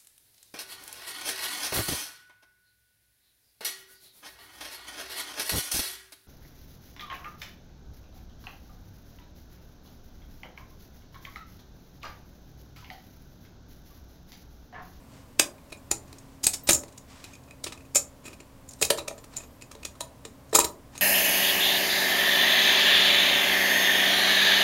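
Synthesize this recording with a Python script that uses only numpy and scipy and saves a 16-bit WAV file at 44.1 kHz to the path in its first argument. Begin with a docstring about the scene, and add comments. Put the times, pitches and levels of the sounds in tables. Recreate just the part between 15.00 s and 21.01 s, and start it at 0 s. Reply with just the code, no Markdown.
"""Coins are counted onto a stack on a wooden shop counter, close to the microphone.
Each contact is a rattle of uneven edge impacts, heard as a crack, through damped coin modes and through the board.
Soft thuds of the hand join in, coins slide as grainy noise, one rings free in mid-air, and gliding sines squeak.
A small shop answers each contact with decaying noise; filtered noise and a tone make ventilation and hiss."""
import sys
import numpy as np
from scipy import signal
from scipy.fft import rfft, irfft, next_fast_len
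from scipy.io import wavfile
from scipy.ndimage import uniform_filter1d, map_coordinates

SR = 44100
rng = np.random.default_rng(int(sys.argv[2]) if len(sys.argv) > 2 else 0)


def put_to_file(sound):
    """Save the sound as 16-bit audio at rate SR, in the file named by the first command-line argument."""
    columns = np.atleast_2d(sound).T  # one column per channel
    safe = np.clip(columns, -1, 1)
    whole_steps = np.round(safe * 32767)
    wavfile.write(sys.argv[1], SR, whole_steps.astype(np.int16))


N = 265041  # samples
LEAD = 0.015  # s of room before a landing


def amp(db):
    """Decibels to gain."""
    return 10 ** (np.asarray(db) / 20)


def unit(x):
    """Scaled to rms 1."""
    return x / np.sqrt(np.mean(x ** 2) + 1e-20)


def peaked(x):
    """Scaled to a peak of about 1, from its loudest 3 ms."""
    crest = 2.8  # peak over rms of a rattle
    loudest = np.sqrt(np.abs(uniform_filter1d(x ** 2, size=132)).max())
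    return x / loudest / crest


def along(points, hz):
    """Reads a curve of (Hz, value) points on a log frequency axis."""
    f, v = np.transpose(points)
    return np.interp(np.log(hz + 1), np.log(f + 1), v)


def filtered(x, response):
    """x times a complex response of frequency."""
    m = next_fast_len(len(x) + 8192)
    spectrum = rfft(x, m) * response(np.fft.rfftfreq(m, 1 / SR))
    return irfft(spectrum, m)[:len(x)]


def resonance(f, hz, width_hz):
    """A causal resonant peak of gain 1."""
    return 1j * f * width_hz / (hz * hz - f * f + 1j * f * width_hz)


def wobble(rate):
    """A smooth random curve over the whole scene, rate knots a second."""
    knots = rng.standard_normal(int(N * rate / SR) + 4)
    return map_coordinates(knots, [np.arange(N) * rate / SR])


def fade(t, s, length):
    """Rises after the first time and falls before the last."""
    return np.clip(np.minimum(t - s[0], s[-1] - t) / length, 0, 1)


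# Spectrum of the ventilation and hiss at the microphone. Each row: frequency in Hz, relative density in dB per Hz.
AIR = [(12, -21), (22, 5), (30, -4), (48, -9), (75, 0.5), (128, -3.5), (180, -5.5), (265, -7), (390, -13.5),
       (580, -9.5), (750, -15.5), (1080, -14.5), (1250, -20), (3200, -27.5), (15200, -32.5)]
# Unsteady fan tones. Each row: centre in Hz, width in Hz of the resonance (passed twice), rms level in dB.
FAN = [(64.7, 26, -60), (128.45, 5.4, -62), (235, 28, -67), (1035, 29, -77)]


def air():
    """Broad rush of air, narrow noise bands that waver as fan tones, and a drifting blade tone."""
    rush_db, blade_db, blade_hz = -52.5, -57.5, 270
    rush = unit(filtered(rng.standard_normal(N), lambda f: amp(along(AIR, f))))
    tones = np.zeros(N)
    for hz, width_hz, db in FAN:
        band = filtered(rng.standard_normal(N), lambda f: resonance(f, hz, width_hz) ** 2)
        tones += amp(db) * unit(band)
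    blade_level = amp(blade_db + 1.8 * wobble(2.3))
    blade_phase = 2 * np.pi * np.cumsum(blade_hz + 1.4 * wobble(4.03)) / SR
    tones += blade_level * np.sin(blade_phase)
    return amp(rush_db + 0.3 * wobble(4.2)) * rush + tones


# Coins pushed over the board. Each row: start in seconds, length in seconds, level in dB before the slowing fade.
SLIDES = [(0.087, 0.16, -58), (1.05, 0.34, -65.5), (2.071, 0.29, -54), (3.22, 0.14, -57.5),
          (4.297, 0.17, -54), (4.75, 0.21, -68), (5.914, 0.11, -53)]
# Spectrum of the scrape. Each row: frequency in Hz, relative density in dB per Hz.
SCRAPE = [(350, -21), (700, 2), (1100, 2.5), (3700, -2.5), (7800, -4.5), (9200, -12), (16000, -28)]


def slides():
    """Grainy friction noise under each push, soft at both ends and fading as the push slows."""
    push_s, slowing_db = 0.036, 3
    t = np.arange(N) / SR
    level = np.zeros(N)
    for s, long, db in SLIDES:
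        progress = np.clip((t - s) / long, 0, 1)
        level += fade(t, [s, s + long], push_s) * amp(db - slowing_db * progress)
    grains = amp(1.5 * wobble(180)) * rng.standard_normal(N)
    return level * unit(filtered(grains, lambda f: amp(along(SCRAPE, f))))


# The counter frame under the hand. Each row: mode in Hz, width in Hz, relative level in dB.
FRAME = [(74.6, 13, -5), (134, 26, -9.5), (199, 85, -5)]


def thud():
    """The hand's soft push, a smooth bump of force, excites the modes of the counter frame."""
    t = np.arange(SR // 4) / SR - LEAD
    palm = np.exp(-((t - 0.008) / 0.0031) ** 2)

    def frame(f):
        modes = sum(amp(db) * resonance(f, hz, width_hz) for hz, width_hz, db in FRAME)
        return resonance(f, 120, 140) * modes

    return peaked(filtered(palm, frame))


def edge_rattle(t, rise, t60, peak_db):
    """A burst of uneven impacts swells at the landing and dies away."""
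    after = np.maximum(t, 0)
    swell = (1 - np.exp(-after / max(rise, 1 / SR))) ** 2 * amp(-60 * after / max(t60, 100 / SR))
    swell += amp(-26.5 - np.abs(t) * 4150)  # a faint short swell of noise on both sides of the landing
    impact_db = rng.normal(0, 2.06, len(t) // 30 + 1)
    uneven = amp(np.repeat(impact_db, 30)[:len(t)])  # impacts under a millisecond long
    return swell * uneven * rng.standard_normal(len(t))


def favour(hz, spot_hz, spread, lift_db):
    """The struck spot favours the modes nearest to spot_hz; spread is in log frequency."""
    return lift_db * np.exp(-(np.log(hz / spot_hz) / spread) ** 2)


# Ringing of the coins, lowest bending mode first.
# Each row: mode in Hz, relative level in dB, t60 in seconds before the grip scales it.
COIN = [(2502, 11.5, 0.025), (3946, -1, 0.013), (4890, -10.5, 0.02), (5510, -8.5, 0.035), (6573, -1, 0.045),
        (6694, -10, 0.057), (7020, -1, 0.015), (7515, -6, 0.016), (8170, -8, 0.036), (8880, -1.5, 0.044),
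        (9340, 1, 0.042), (9600, -7.5, 0.054), (10030, 1.5, 0.04), (11140, 3, .025), (11600, -5.5, 0.018),
        (13430, 6, 0.041), (15900, 4, 0.025)]


def coin_modes(rattle, free_db, lead_hz, low_db, tilt):
    """The rattle rings the bending modes of the coins; gripped coins ring weaker and shorter."""
    spot_scatter_db = 3.5  # mode levels change with the struck spot
    hz, db, t60 = np.transpose(COIN)
    spot_db = favour(hz, lead_hz, 0.073, 11.2) + spot_scatter_db * rng.standard_normal(len(hz))
    gain = amp(db + free_db + spot_db) * tilt(hz)
    gain[0] = amp(db[0] + low_db)  # the lowest mode has its own level
    hz = hz * (1 + 0.005 * rng.standard_normal(len(hz)))  # worn coins differ a little in pitch
    width_hz = np.log(1000) / np.pi / (t60 * amp(0.17 * free_db))
    return filtered(rattle, lambda f: sum(g * resonance(f, c, w) for g, c, w in zip(gain, hz, width_hz)))


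# The wooden counter board. Each row: mode in Hz, width in Hz, relative level in dB.
BOARD = [(336, 55, 3), (446.3, 28, 3.5), (573, 43, 3), (660, 37, 1.5), (803, 26, 2), (963, 55, 2),
         (1259, 119, 2.5), (1520, 170, -19), (1810, 72, 2.5)]


def board_knock(t, rattle, rise, board_hz):
    """The landing knocks the modes of the board, which alternate in sign."""
    # the wood feels mainly the first landing
    push = np.exp(-((t - 0.583 * rise) / 0.00017) ** 2) + 0.17 * rattle
    # each spot weighs the modes anew
    spot = amp(3.0 * rng.standard_normal(len(BOARD))) * (-1) ** np.arange(len(BOARD))

    def board(f):
        total = 0
        for g, (hz, width_hz, db) in zip(spot, BOARD):
            total = total + g * amp(db + favour(hz, board_hz, 0.2, 8.9)) * resonance(f, hz, width_hz)
        return total

    return filtered(push, board)


# Spectrum of the direct impact noise. 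Each row: frequency in Hz, relative density in dB per Hz before the tilt.
EDGE = [(700, 3), (1200, 1), (1700, 2.5), (2500, 5), (3500, 6), (5300, -0.5), (7300, -5.5), (9000, 1.5),
        (11000, 1.5), (15400, -5.5), (16500, -8)]


def clink(peak_db, t60, free_db, lead_hz, low_db, knock_db, board_hz):
    """A rattle of uneven impacts, heard directly, through the coin modes and through the board."""
    t = np.arange(SR // 4) / SR - LEAD
    # 1.705 ms suits a hard rattle with a t60 of 39 ms; longer and softer ones set in more slowly
    rise = 0.001705 * (t60 / 0.039) ** 0.53 * amp(-0.12 * peak_db)
    rattle = edge_rattle(t, rise, t60, peak_db)
    # low mids grow with a flat landing and shrink when the coin rings free
    dull_db = -8.5 + 0.31 * knock_db - 0.25 * free_db
    bright_db = rng.normal(-10 + 0.12 * peak_db, 0.5)  # harder contacts are brighter

    def tilt(f):
        return amp(along([(3500, dull_db), (5500, 0.005), (8000, 0.024), (11000, bright_db)], f))

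    crack = filtered(rattle, lambda f: amp(along(EDGE, f)) * tilt(f))
    modes = coin_modes(rattle, free_db, lead_hz, low_db, tilt)
    # touching neighbours break up the ring
    chatter_db = np.interp(t, t[::70], rng.normal(0, 5, len(t[::70])))
    metal = crack + amp(9.0 + chatter_db) * modes
    wood = board_knock(t, rattle, rise, board_hz)
    return amp(peak_db) * (peaked(metal) + amp(knock_db) * peaked(wood))


# Decay of the small shop around the counter. Each row: frequency in Hz, t60 in seconds.
SHOP = [(100, 0.38), (500, 0.44), (2500, 0.17), (8000, 0.19), (16000, 0.19)]


def shop_tail():
    """Noise in which each frequency dies at its own speed, 6.5 ms late; energy 1."""
    hz, t, z = signal.stft(rng.standard_normal(SR // 3), SR, nperseg=256)
    decay = amp(-60 * t / along(SHOP, hz)[:, None])
    tail = signal.istft(z * decay, SR, nperseg=256)[1]
    return np.pad(tail / np.linalg.norm(tail), (round(0.0065 * SR), 0))


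# Coin contacts. Each row: landing in seconds, approximate metal peak in dB, rattle t60 in seconds,
# free ringing in dB (relative), leading coin mode in Hz, lowest coin mode in dB (relative),
# board knock in dB against the metal, leading board mode in Hz.
CLINKS = [(0.3944, -21, .03, -7, 4260, 1, -7, 340), (0.3953, -0.5, 0.021, -13.5, 6200, -11, -16, 575),
          (0.581, -48, 0.016, -18, 3800, -5, -14.5, 340), (0.6988, -46, 0.035, -8, 5400, -7, -5, 437),
          (0.7201, -27.5, .053, -11, 4100, -8, -4.5, 403), (0.7687, -47, 0.042, 0, 7440, -20, -16, 340),
          (0.9112, -7, 0.033, -12, 7040, -19, -12, 343), (1.077, -48.5, .032, -9, 6420, -18, -18, 479),
          (1.1269, -35.5, .017, -4, 4040, -5, -3, 328), (1.183, -38.5, 0.024, -9, 7060, -33, -31, 340),
          (1.4312, -20, 0.12, -6, 4800, -34, -25, 340), (1.438, -13, .045, -4, 7100, -39, -30, 352),
          (1.4658, -1.5, 0.037, -12, 8030, -28, -27, 450), (1.5327, -18.5, 0.065, -12, 7300, -53, -32, 383),
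          (1.67, -20, 0.092, -10, 6100, -46, -20, 910), (1.688, -4.5, 0.065, -13.5, 8650, -23, -10, 603),
          (1.7054, -6, 0.054, 27, 6750, -31, -10, 320), (1.7283, -5.5, 0.066, 20, 7200, -44, -40, 643),
          (1.7446, -12, .03, 5, 7550, -39, -33, 576), (1.8332, -35.5, .021, -6, 8870, -16, 3.5, 455),
          (1.8788, -43.5, 0.048, -8, 3940, -15, -6, 476), (1.9207, -45, 0.052, -10, 6950, -22, -15, 345),
          (1.9752, -33.5, 0.035, -10, 7030, -43, -20, 336), (2.2396, -30, 0.049, -12, 3850, -11, -14, 340),
          (2.3315, -38, .048, -7, 6590, -1, -16, 337), (2.3505, -39, 0.03, -13, 7000, -11, -6, 340),
          (2.433, -49.5, .028, -8, 7020, -25, -18, 343), (2.4745, -47.5, 0.068, -11, 6300, -4, 2, 330),
          (2.5081, -35, 0.012, -9, 3970, 4, -8, 471), (2.6392, -18.5, 0.026, -7, 3950, -41, -15, 571),
          (2.6627, -25, 0.068, -23, 4950, -14, -1.5, 345), (2.7206, -29, 0.047, -20, 3820, -17, -6.5, 1030),
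          (2.7745, -39.5, 0.028, -8, 9250, -1, -3, 340), (2.804, -45, .03, -6, 5530, -2, 3, 579),
          (2.849, -48, 0.048, -4, 6640, -5, -11, 573), (2.9471, -13, 0.046, 0, 7100, -21, -19.5, 340),
          (2.9547, -4.5, 0.067, 0.5, 7400, -15, -12.5, 520), (3.241, -43, 0.041, -3.5, 6860, -12, -6, 340),
          (3.2517, -32.5, .089, -8, 7250, -4.5, -5.5, 326),
          (3.2783, -32.5, 0.02, -11, 9400, -12, -1.5, 380), (3.3285, -37.5, 0.044, -9, 4100, -6, -5, 340),
          (3.4013, -36.5, 0.029, -14.5, 6900, -11, -1.5, 370),
          (3.675, -48.5, 0.034, 0.5, 6670, -27, -21, 454), (3.6886, -31, 0.02, 0, 6970, -38, -47, 340),
          (3.707, -37, .047, -3, 6800, -32, -27, 340), (3.734, -33.5, 0.016, -10, 8700, -40, -29, 557),
          (3.7857, -44, 0.093, 0, 8030, -19, -6, 330), (3.8128, -16.5, 0.039, 3, 8000, -24, -0.8, 540),
          (3.822, -7, 0.041, -7.5, 8480, -14, -12.5, 440), (3.848, -14.5, 0.032, -9, 6900, -40, -29, 579),
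          (3.902, -6.5, 0.029, -8, 3600, -22.5, -1.5, 485), (3.974, -28, 0.042, -14, 7000, -25, -8, 340),
          (3.982, -22, 0.044, -6.5, 3800, -13, -0.5, 970), (4.0745, -39, 0.032, -12, 3900, -25, 5.5, 1210),
          (4.0798, -19.5, 0.019, -5, 5260, -8.5, -2.5, 520), (4.1094, -41, 0.016, -6, 6500, -30, 12, 700),
          (4.177, -38.5, 0.055, -11, 7400, -19, 0, 480), (4.24, -37.5, 0.019, -6, 6200, -28, -2, 340),
          (4.336, -41.5, .028, -9, 3930, -23, -3, 460), (4.365, -19, 0.023, -3, 7300, -18, -22, 573),
          (4.3794, -35, 0.025, -5, 8800, -21, -4.5, 560), (4.4017, -37.5, 0.042, -5, 6660, -6, 0, 660),
          (4.434, -40.5, 0.032, -5, 6650, -3, -1, 480), (4.6104, -41.5, 0.052, -6, 4890, -10, -11, 338),
          (4.6204, -31.5, 0.022, -10.5, 6970, -7, -10, 340),
          (4.7124, -32.5, 0.039, -12, 3650, -22, -7, 1170), (4.7502, -37.5, 0.017, -8, 3900, -13, 4, 434),
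          (4.83, -31.5, 0.02, -18, 6520, -5, -8, 1290), (4.8495, -20, 0.025, -13, 7140, -13, -15.5, 340),
          (4.9521, -48, .03, -2, 3950, -24, 5, 1200), (5.006, -20, 0.02, 1, 3980, -45, -4, 980),
          (5.25, -27.5, 0.027, -8.5, 3860, -23, -2.5, 444), (5.491, -49, 0.035, -9.5, 6500, -31, -23, 340),
          (5.512, -47.5, 0.036, -11, 5370, -35, -19.5, 339), (5.5269, -23.5, 0.075, 1, 8000, -13, 10, 440),
          (5.5408, -13, 0.14, -13, 7550, -33, -14, 333), (5.5479, -1.5, 0.052, 1, 7250, -13, -10, 970),
          (5.5572, -5.5, 0.023, 9, 8170, -35, -4, 1320), (5.586, -3.5, 0.034, 3, 7730, -11, -3, 975),
          (5.5982, -11, 0.053, -6, 7500, -17.5, -7.5, 342), (5.643, -14, 0.027, -3, 3760, -28, -10.5, 340),
          (5.949, -36.5, 0.086, -11.5, 3770, -18, 1, 990), (5.9775, -25, 0.015, -3, 6740, -12, -16, 340)]
# The hand landing on the counter. Each row: landing in seconds, approximate peak in dB.
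THUDS = [(0.391, -50), (0.9096, -28), (1.672, -37), (1.7291, -24), (3.821, -32), (3.902, -52),
         (3.9795, -41), (5.6, -41), (5.64, -30)]


def coins():
    """Every contact of coin or hand, each with its own answer of the room."""
    shop_db = -8.5
    out = np.zeros(N + SR)
    sounds = [(s, clink(*kind)) for s, *kind in CLINKS]
    sounds += [(s, amp(db) * thud()) for s, db in THUDS]
    for s, direct in sounds:
        answer = amp(shop_db) * signal.fftconvolve(direct, shop_tail())
        start = round((s - LEAD) * SR)
        out[start:][:len(direct)] += direct
        out[start:][:len(answer)] += answer
    return out[:N]


# A falling coin grazed in mid-air. Each row: start in seconds, reference level in dB.
PING = [(1.635, -41)]
# Its free ringing. Each row: mode in Hz, level in dB against the reference, t60 in seconds.
FREE = [(3900, -24, 0.3), (8100, -16, 0.12), (12510, -12, .15), (14550, 1.5, 0.11)]


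def ping():
    """Modes of a coin that nothing damps until it lands; they flutter as it tumbles."""
    flight_s = 0.039
    out = np.zeros(N)
    t = np.arange(round(flight_s * SR)) / SR
    for s, db in PING:
        ring = np.zeros(len(t))
        for hz, level_db, t60 in FREE:
            flutter_db = 1.4 * wobble(150)[:len(t)]
            ring += amp(db + level_db - 60 * t / t60 + flutter_db) * np.sin(2 * np.pi * hz * t)
        out[round(s * SR):][:len(t)] += ring * fade(t, t, 0.002)
    return out


# Thin gliding squeaks, perhaps of rubbing.
# Each row: start in seconds, length in seconds, first and last frequency in Hz, rms level in dB before wavering.
SQUEAKS = [(3.75, .05, 11950, 13050, -70), (4.141, 0.036, 13400, 12850, -66), (4.2, .06, 13000, 13600, -71),
           (4.195, .075, 14450, 14300, -72), (4.4, 0.18, 12520, 12200, -69),
           (4.586, .03, 12600, 12500, -75)]


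def squeaks():
    """A gliding sine for each squeak, wavering in pitch and level."""
    t, out = np.arange(N) / SR, np.zeros(N)
    for s, long, first_hz, last_hz, db in SQUEAKS:
        span = [s, s + long]
        hz = np.interp(t, span, [first_hz, last_hz]) + 40 * wobble(120)
        phase = 2 * np.pi * np.cumsum(hz) / SR
        level = np.sqrt(2) * amp(db + 2.0 * wobble(60))
        out += fade(t, span, 0.013) * level * np.sin(phase)
    return out


def scene():
    """Coins, slides, squeaks and room air at one microphone close to the counter."""
    return (air() + slides() + coins() + ping() + squeaks())[None]


def record(dry):
    """The recorder cuts steeply above its band limit."""
    top_hz = 15900
    return filtered(dry[0], lambda f: 1 / (1 + (f / top_hz) ** 120))[None]


dry = scene()
out = record(dry)
put_to_file(out)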